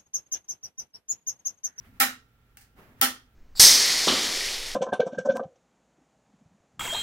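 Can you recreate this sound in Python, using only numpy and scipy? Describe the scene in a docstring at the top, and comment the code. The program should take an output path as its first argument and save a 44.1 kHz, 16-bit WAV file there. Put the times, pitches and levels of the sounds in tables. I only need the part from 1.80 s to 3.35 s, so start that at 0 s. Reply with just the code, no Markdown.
"""The spring pin of an aluminium crutch snaps twice into a hole, a few steps away in a small clinic room.
Each impact radiates a sharp crack and excites the tube's modes, which rattle and ring as they decay.
Between the clacks the pin ticks lightly, one tube slides in the other with soft friction noise,
and the hands add a dull rumble. The walls reflect clacks and ticks over the hum of the ventilation."""
import sys
import numpy as np
from scipy import signal
from scipy.fft import rfft, irfft
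from scipy.io import wavfile

SR = 44100
rng = np.random.default_rng(int(sys.argv[2]) if len(sys.argv) > 2 else 0)


def unload_audio(sound):
    """Save the sound as a 16-bit wav file, at the path given as the first command line argument."""
    columns = np.transpose(np.atleast_2d(sound))
    # keep every value between -1 and 1, then stretch to whole-number steps
    steps = np.round(np.clip(columns, -1, 1) * 32767)
    wavfile.write(sys.argv[1], SR, steps.astype(np.int16))


N = 68355

# level difference between the ears for sound from the crutch: f/Hz, left minus right/dB
BALANCE = [(250, -0.5), (700, -0.5), (1300, -7.5), (2400, -3.5), (4400, -0.5), (8000, 1), (15000, -1)]
# coherence of the sound field at the two ears: f/Hz, correlation coefficient
COHERENCE = [(60, .95), (300, 0.93), (780, 0.77), (1300, .15), (2400, -.1), (5000, 0), (15000, 0)]
ROOM_DELAY_S = 0.0074


def amp(db):
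    """Amplitude ratio of a level: 20 dB is a factor of ten."""
    return 10 ** (np.asarray(db) / 20)


def unit(x):
    """Normalisation to an rms of 1."""
    return x / np.sqrt(np.mean(x ** 2) + 1e-20)


def read(points, hz):
    """Interpolation of a curve on a logarithmic frequency axis."""
    f, value = np.transpose(points)
    return np.interp(np.log(hz + 1), np.log(f + 1), value)


def pan(db):
    """Left and right gains for an interaural level difference."""
    return amp(np.array([np.atleast_1d(db), -np.atleast_1d(db)]) / 2)


def since(start):
    """Elapsed time in seconds, zero before the onset."""
    return np.maximum(np.arange(N) / SR - start, 0)


def burst(start, hold, fall):
    """Transient envelope: a step, a plateau and exponential relaxation."""
    return (since(start) > 0) * np.exp(-since(start + hold) / fall)


def decay(t, t60):
    """Exponential damping by 60 dB in t60 seconds."""
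    return np.exp(-np.log(1000) * t / t60)


def noise(colour, grain_db=0, lean=1):
    """Partially coherent noise, alike at both ears in the bass; lean = 1 gives the crutch's balance."""
    hz = np.fft.rfftfreq(N, 1 / SR)
    left, independent = rfft(rng.standard_normal((2, N)) * amp(grain_db * rng.standard_normal(N)))
    coherence = np.clip(read(COHERENCE, hz), -1, 1)
    right = coherence * left + np.sqrt(1 - coherence ** 2) * independent
    spectrum = np.array([left, right]) * pan(lean * read(BALANCE, hz))
    return unit(irfft(spectrum * amp(read(colour, hz)), N))


def ventilation():
    """Stationary background: a continuous spectrum of rumble and hiss plus the discrete lines of a hum."""
    # air noise: f/Hz, relative spectral density/dB
    air_colour = [(20, -12), (52, -2), (85, -8), (125, -7.5), (165, -15.5), (240, -11.5), (350, -22.5),
                  (460, -18), (600, -27.5), (820, -22), (1000, -30), (1350, -22), (2400, -28.5),
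                  (3200, -29.5), (4400, -36.5), (9000, -41.5), (15500, -35.5)]
    # steady tones: f/Hz, level/dB
    hum = [(52, -73), (119, -71), (1363, -80)]
    t = since(0)
    tones = sum(amp(db) * np.sqrt(2) * np.sin(2 * np.pi * (hz * t + rng.random())) for hz, db in hum)
    return pan(-1.7) * (amp(-64) * noise(air_colour, lean=0.27) + tones)


def handling():
    """Structure-borne noise: hands shift the crutch and faintly stir its low resonance."""
    # movements of the hands: t/s, duration/s, level/dB
    shifts = [(0, .17, -57), (0.942, 0.31, -60)]
    # dull rumble: f/Hz, relative level/dB
    rumble_colour = [(20, -5), (60, -4), (118, 5.5), (170, -8), (253, 0), (310, -14.5), (600, -27.5),
                     (4000, -53.5)]
    envelope = sum(amp(db) * burst(start, length, fall=0.017) for start, length, db in shifts)
    return envelope * noise(rumble_colour, lean=0)


def slides():
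    """Sliding friction: one tube rubs inside the other, and the noise dies as it comes to rest."""
    # strokes: t/s, rise time/s, T60/s, level/dB, bass shelf gain/dB
    strokes = [(0, .01, 0.7, -64, -11), (.025, 0.03, .42, -60.5, -13.5), (.11, 0.06, .4, -64, -12),
               (.63, .09, 0.23, -74.5, -12), (.956, 0.034, 0.92, -53, -0.5),
               (1.16, .035, 0.86, -61.5, -12.5)]
    # friction noise: f/Hz, relative level/dB
    rub_colour = [(100, 6.5), (450, 5), (800, 1), (1400, -0.5), (2200, -3.5), (4000, -15.5), (8500, -21.5),
                  (12500, -16), (15500, -15.5)]
    shelf_hz = 900
    bass = 1 / (1 + (np.fft.rfftfreq(N, 1 / SR) / shelf_hz) ** 4)
    out = np.zeros((2, N))
    for start, rise, t60, db, bass_db in strokes:
        rub = noise(rub_colour, grain_db=-1.5, lean=0.58)
        rub = unit(irfft(rfft(rub) * amp(bass_db * bass), N))
        envelope = np.minimum(since(start) / rise, 1) * decay(since(start + rise), t60)
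        out += amp(db) * envelope * rub
    return out


def reverberation(start, colour, hold):
    """Uneven wall reflections build up, the low ones slowly, hold, then are absorbed band by band."""
    # reverberation time of the room: f/Hz, T60/s
    room_t60 = [(200, 0.43), (700, .23), (1350, 0.29), (2000, .25), (3000, .28), (4500, 0.27), (9000, 0.22),
                (15500, 0.18)]
    onset_s, low_rise_s, low_hz = 0.0025, 0.0066, 702.6
    hz, t, bands = signal.stft(noise(colour, grain_db=3.5), SR, nperseg=256, noverlap=192)
    fade = decay(np.maximum(t - start - hold, 0), read(room_t60, hz)[:, None])
    build = 1 - np.exp(-np.maximum(t - start, 0) / low_rise_s * (1 + (hz[:, None] / low_hz) ** 2))
    tail = signal.istft(bands * build * fade, SR, nperseg=256, noverlap=192)[1][:, :N]
    return tail * (1 - np.exp(-since(start + ROOM_DELAY_S) / onset_s))


def pin_ticks():
    """Weak impacts: the pressed pin gives two bright clicks with echoes; the first rings the tube."""
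    # contacts: t/s, click level/dB, echo level/dB
    contacts = [(0.771, -39.5, -48.5), (0.809, -61, -51.5)]
    # click and echo spectrum: f/Hz, relative level/dB
    tick_colour = [(200, -30), (600, -25), (800, 2), (1000, -8.5), (1700, 5.5), (2900, 1), (3800, -6),
                   (4400, 1.5), (7300, -1), (9200, 2.5), (10700, -4.5), (13400, -2), (15300, 3.5)]
    # lightly excited modes: f/Hz, relative level/dB, T60/s
    tick_modes = [(798, -62, 0.19), (1787, -59.5, .18), (2760, -58.5, 0.056)]
    out = np.zeros((2, N))
    for start, click_db, echo_db in contacts:
        click = burst(start, hold=0.0011, fall=0.0015) * noise(tick_colour, lean=0)
        echo = reverberation(start - ROOM_DELAY_S, tick_colour, hold=0.0073)
        out += amp(click_db) * click + amp(echo_db) * echo
    return out + tube_ring(contacts[0][0], tick_modes)


def tube_ring(start, modes):
    """Free vibration in damped normal modes; reflections sustain each briefly and make it flutter."""
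    hold_s, flutter_depth, flutter_hz = 0.016, 0.46, 22.8
    t, out = since(start), np.zeros((2, N))
    for hz, db, t60 in modes:
        phase, side = rng.random(2)
        phasors = np.array([1, 1j]) @ rng.standard_normal(size=(2, 128)) / np.sqrt(2)
        reflected = np.interp(t * 2 * flutter_hz, np.arange(len(phasors)), phasors)
        flutter = (1 + flutter_depth * reflected) / np.hypot(1, flutter_depth)
        ear_phase = np.arccos(np.clip(read(COHERENCE, hz), -1, 1)) * np.sign(side - 0.5)
        wave = (flutter * np.exp(2j * np.pi * (hz * t + phase)) * np.exp([[0], [1j * ear_phase]])).real
        swell_s = 0.001 + 0.0055 * (hz / 1000) ** -0.8  # low modes take longer to fill the room
        envelope = (1 - np.exp(-(t / swell_s) ** 1.3)) * decay(since(start + hold_s), t60)
        out += amp(db) * pan(read(BALANCE, hz)) * envelope * wave
    return amp(-4.5) * out


def snap_spectrum(hole):
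    """The point of impact excites crowded upper modes unevenly; those struck at a node stay weak."""
    # spectral envelope: f/Hz, relative level at first hole/dB, at second hole/dB
    envelopes = [(157, -21.5, -19), (250, -4.5, -6.5), (346, -15.5, -10), (544, -7, -4), (700, -3, -5),
                 (1005, -4.5, -4.5), (1360, 6, 3.5), (1700, 3.5, 0), (1880, 8, 5.5), (2400, 1.5, -3.5),
                 (3100, -2, 2), (3420, -3, 1.5), (3850, 3, -2.5), (4200, -4, 0.5), (6200, 0, -1),
                 (7100, -1.5, -2), (8000, -3, -3), (8600, -1.5, -1.5), (9600, -4, -0.5),
                 (10500, -2.5, -3.5), (12300, 0, -1), (15500, -3, -2.5)]
    # nodal hollows: f/Hz, width/Hz, gain at first hole/dB, at second hole/dB
    nodes = [(3876, 90, 0.5, -14), (5600, 90, -7, -0.5), (7600, 80, 0.5, -9), (7880, 70, -3, -8),
             (8040, 80, -4, -12), (10550, 130, -8, 2.5)]
    ripple_db, spacing_hz = 3, 60.2
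    hz = np.linspace(0, SR / 2, num=round(SR / 2 / spacing_hz))
    smooth = read(np.array(envelopes)[:, [0, hole + 1]], hz)
    ripple = ripple_db * rng.standard_normal(size=2048)[:len(hz)] * (hz > 2500)
    hollows = sum(db[hole] * np.exp(-((hz - centre) / width) ** 2) for centre, width, *db in nodes)
    return np.column_stack([hz, smooth + ripple + hollows])


def tube_rattle(start, colour):
    """Modal overlap: dense, short-lived modes merge into noise; the thin tube radiates little bass."""
    t = since(start)
    radiation = signal.butter(1, 1100, "high", fs=SR)
    return amp(-14) * (t > 0) * decay(t, t60=0.085) * signal.lfilter(*radiation, noise(colour))


def pin_crack(start, delay, length, seat_db, pan_db):
    """Brief contact gives a broad spectrum: the pin touches the rim, then seats in the hole."""
    # contact noise: f/Hz, relative level/dB
    crack_colour = [(200, -31.5), (1000, -18), (1400, -3), (1900, 1.5), (3200, -7), (5000, -5.5),
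                    (9000, -5.5), (10300, -7), (11800, 9), (13500, -1.5), (14700, 6.5), (15500, 10.5)]
    touch = amp(-9) * burst(start, delay, fall=0.0005)
    seat = amp(seat_db) * pan(pan_db) * burst(start + delay, length, fall=0.0005)
    return amp(-8) * (touch + seat) * noise(crack_colour)


def clacks():
    """Impact excitation: the pin snaps home, the tube rattles and rings, and the room reverberates."""
    # snaps: t/s, response gain/dB, seating delay/s, seating gain/dB, its duration/s, left minus right/dB
    snaps = [(0.1998, -2.5, .0019, 0.5, 0.002, -7), (1.2122, -2.5, 0.0018, 4, 0.0011, 4)]
    # distinct tube modes: f/Hz, relative level at first hole/dB, at second hole/dB, T60/s
    tube_modes = [(227, -38, -36.5, .35), (253.3, -21.5, -21.5, .29), (791.3, -19.5, -19.5, 0.2),
                  (1320.5, -19.5, -21.5, 0.2), (1342, -21.5, -24, .25), (1408, -29.5, -38, 0.2),
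                  (1523, -26, -32.5, .22), (1775, -25.5, -29, 0.21), (1836, -22.5, -25, 0.28),
                  (1874, -25, -32, 0.31), (2114, -31, -29, .23), (2332, -26, -37, .22),
                  (2361, -23.5, -31, 0.2), (2970, -30.5, -22, 0.16), (3250, -35, -23, 0.27),
                  (4060, -34.5, -34.5, 0.21), (5030, -28, -31.5, .2), (5285, -31, -34, 0.23),
                  (5626, -38.5, -30, .19), (7170, -31, -31, 0.24), (7746, -31.5, -40.5, .2),
                  (8930, -33.5, -33, .19), (9360, -31, -31, 0.21), (14080, -28, -28.5, .18)]
    # faint, lightly damped modes of the free end: f/Hz, relative level/dB, T60/s
    end_modes = [(1338, -53, .7), (5437, -75, 1.4)]
    out = np.zeros((2, N))
    for hole, (start, response_db, delay, seat_db, length, pan_db) in enumerate(snaps):
        colour = snap_spectrum(hole)
        crack = pin_crack(start, delay, length, seat_db, pan_db)
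        rattle = tube_rattle(start + delay, colour)
        modes = np.array(tube_modes)[:, [0, hole + 1, -1]]
        ring = tube_ring(start, modes) + tube_ring(start, end_modes)
        echo = amp(-15.5) * reverberation(start, colour, hold=0.025)
        out += crack + amp(response_db) * (rattle + ring + echo)
    return out


def scene():
    """Superposition: the sound pressures of the ventilation and the crutch add."""
    return ventilation() + handling() + slides() + pin_ticks() + clacks()


def record(dry):
    """Soft saturation rounds the highest peaks; a low-pass filter then limits the bandwidth."""
    ceiling, cutoff_hz = 0.85, 15950
    rounded = dry / (1 + (dry / ceiling) ** 4) ** (1 / 4)
    lowpass = signal.firwin(511, cutoff_hz, window=("kaiser", 9), fs=SR)
    return signal.oaconvolve(rounded, lowpass[None], "same")


dry = scene()
out = record(dry)
unload_audio(out)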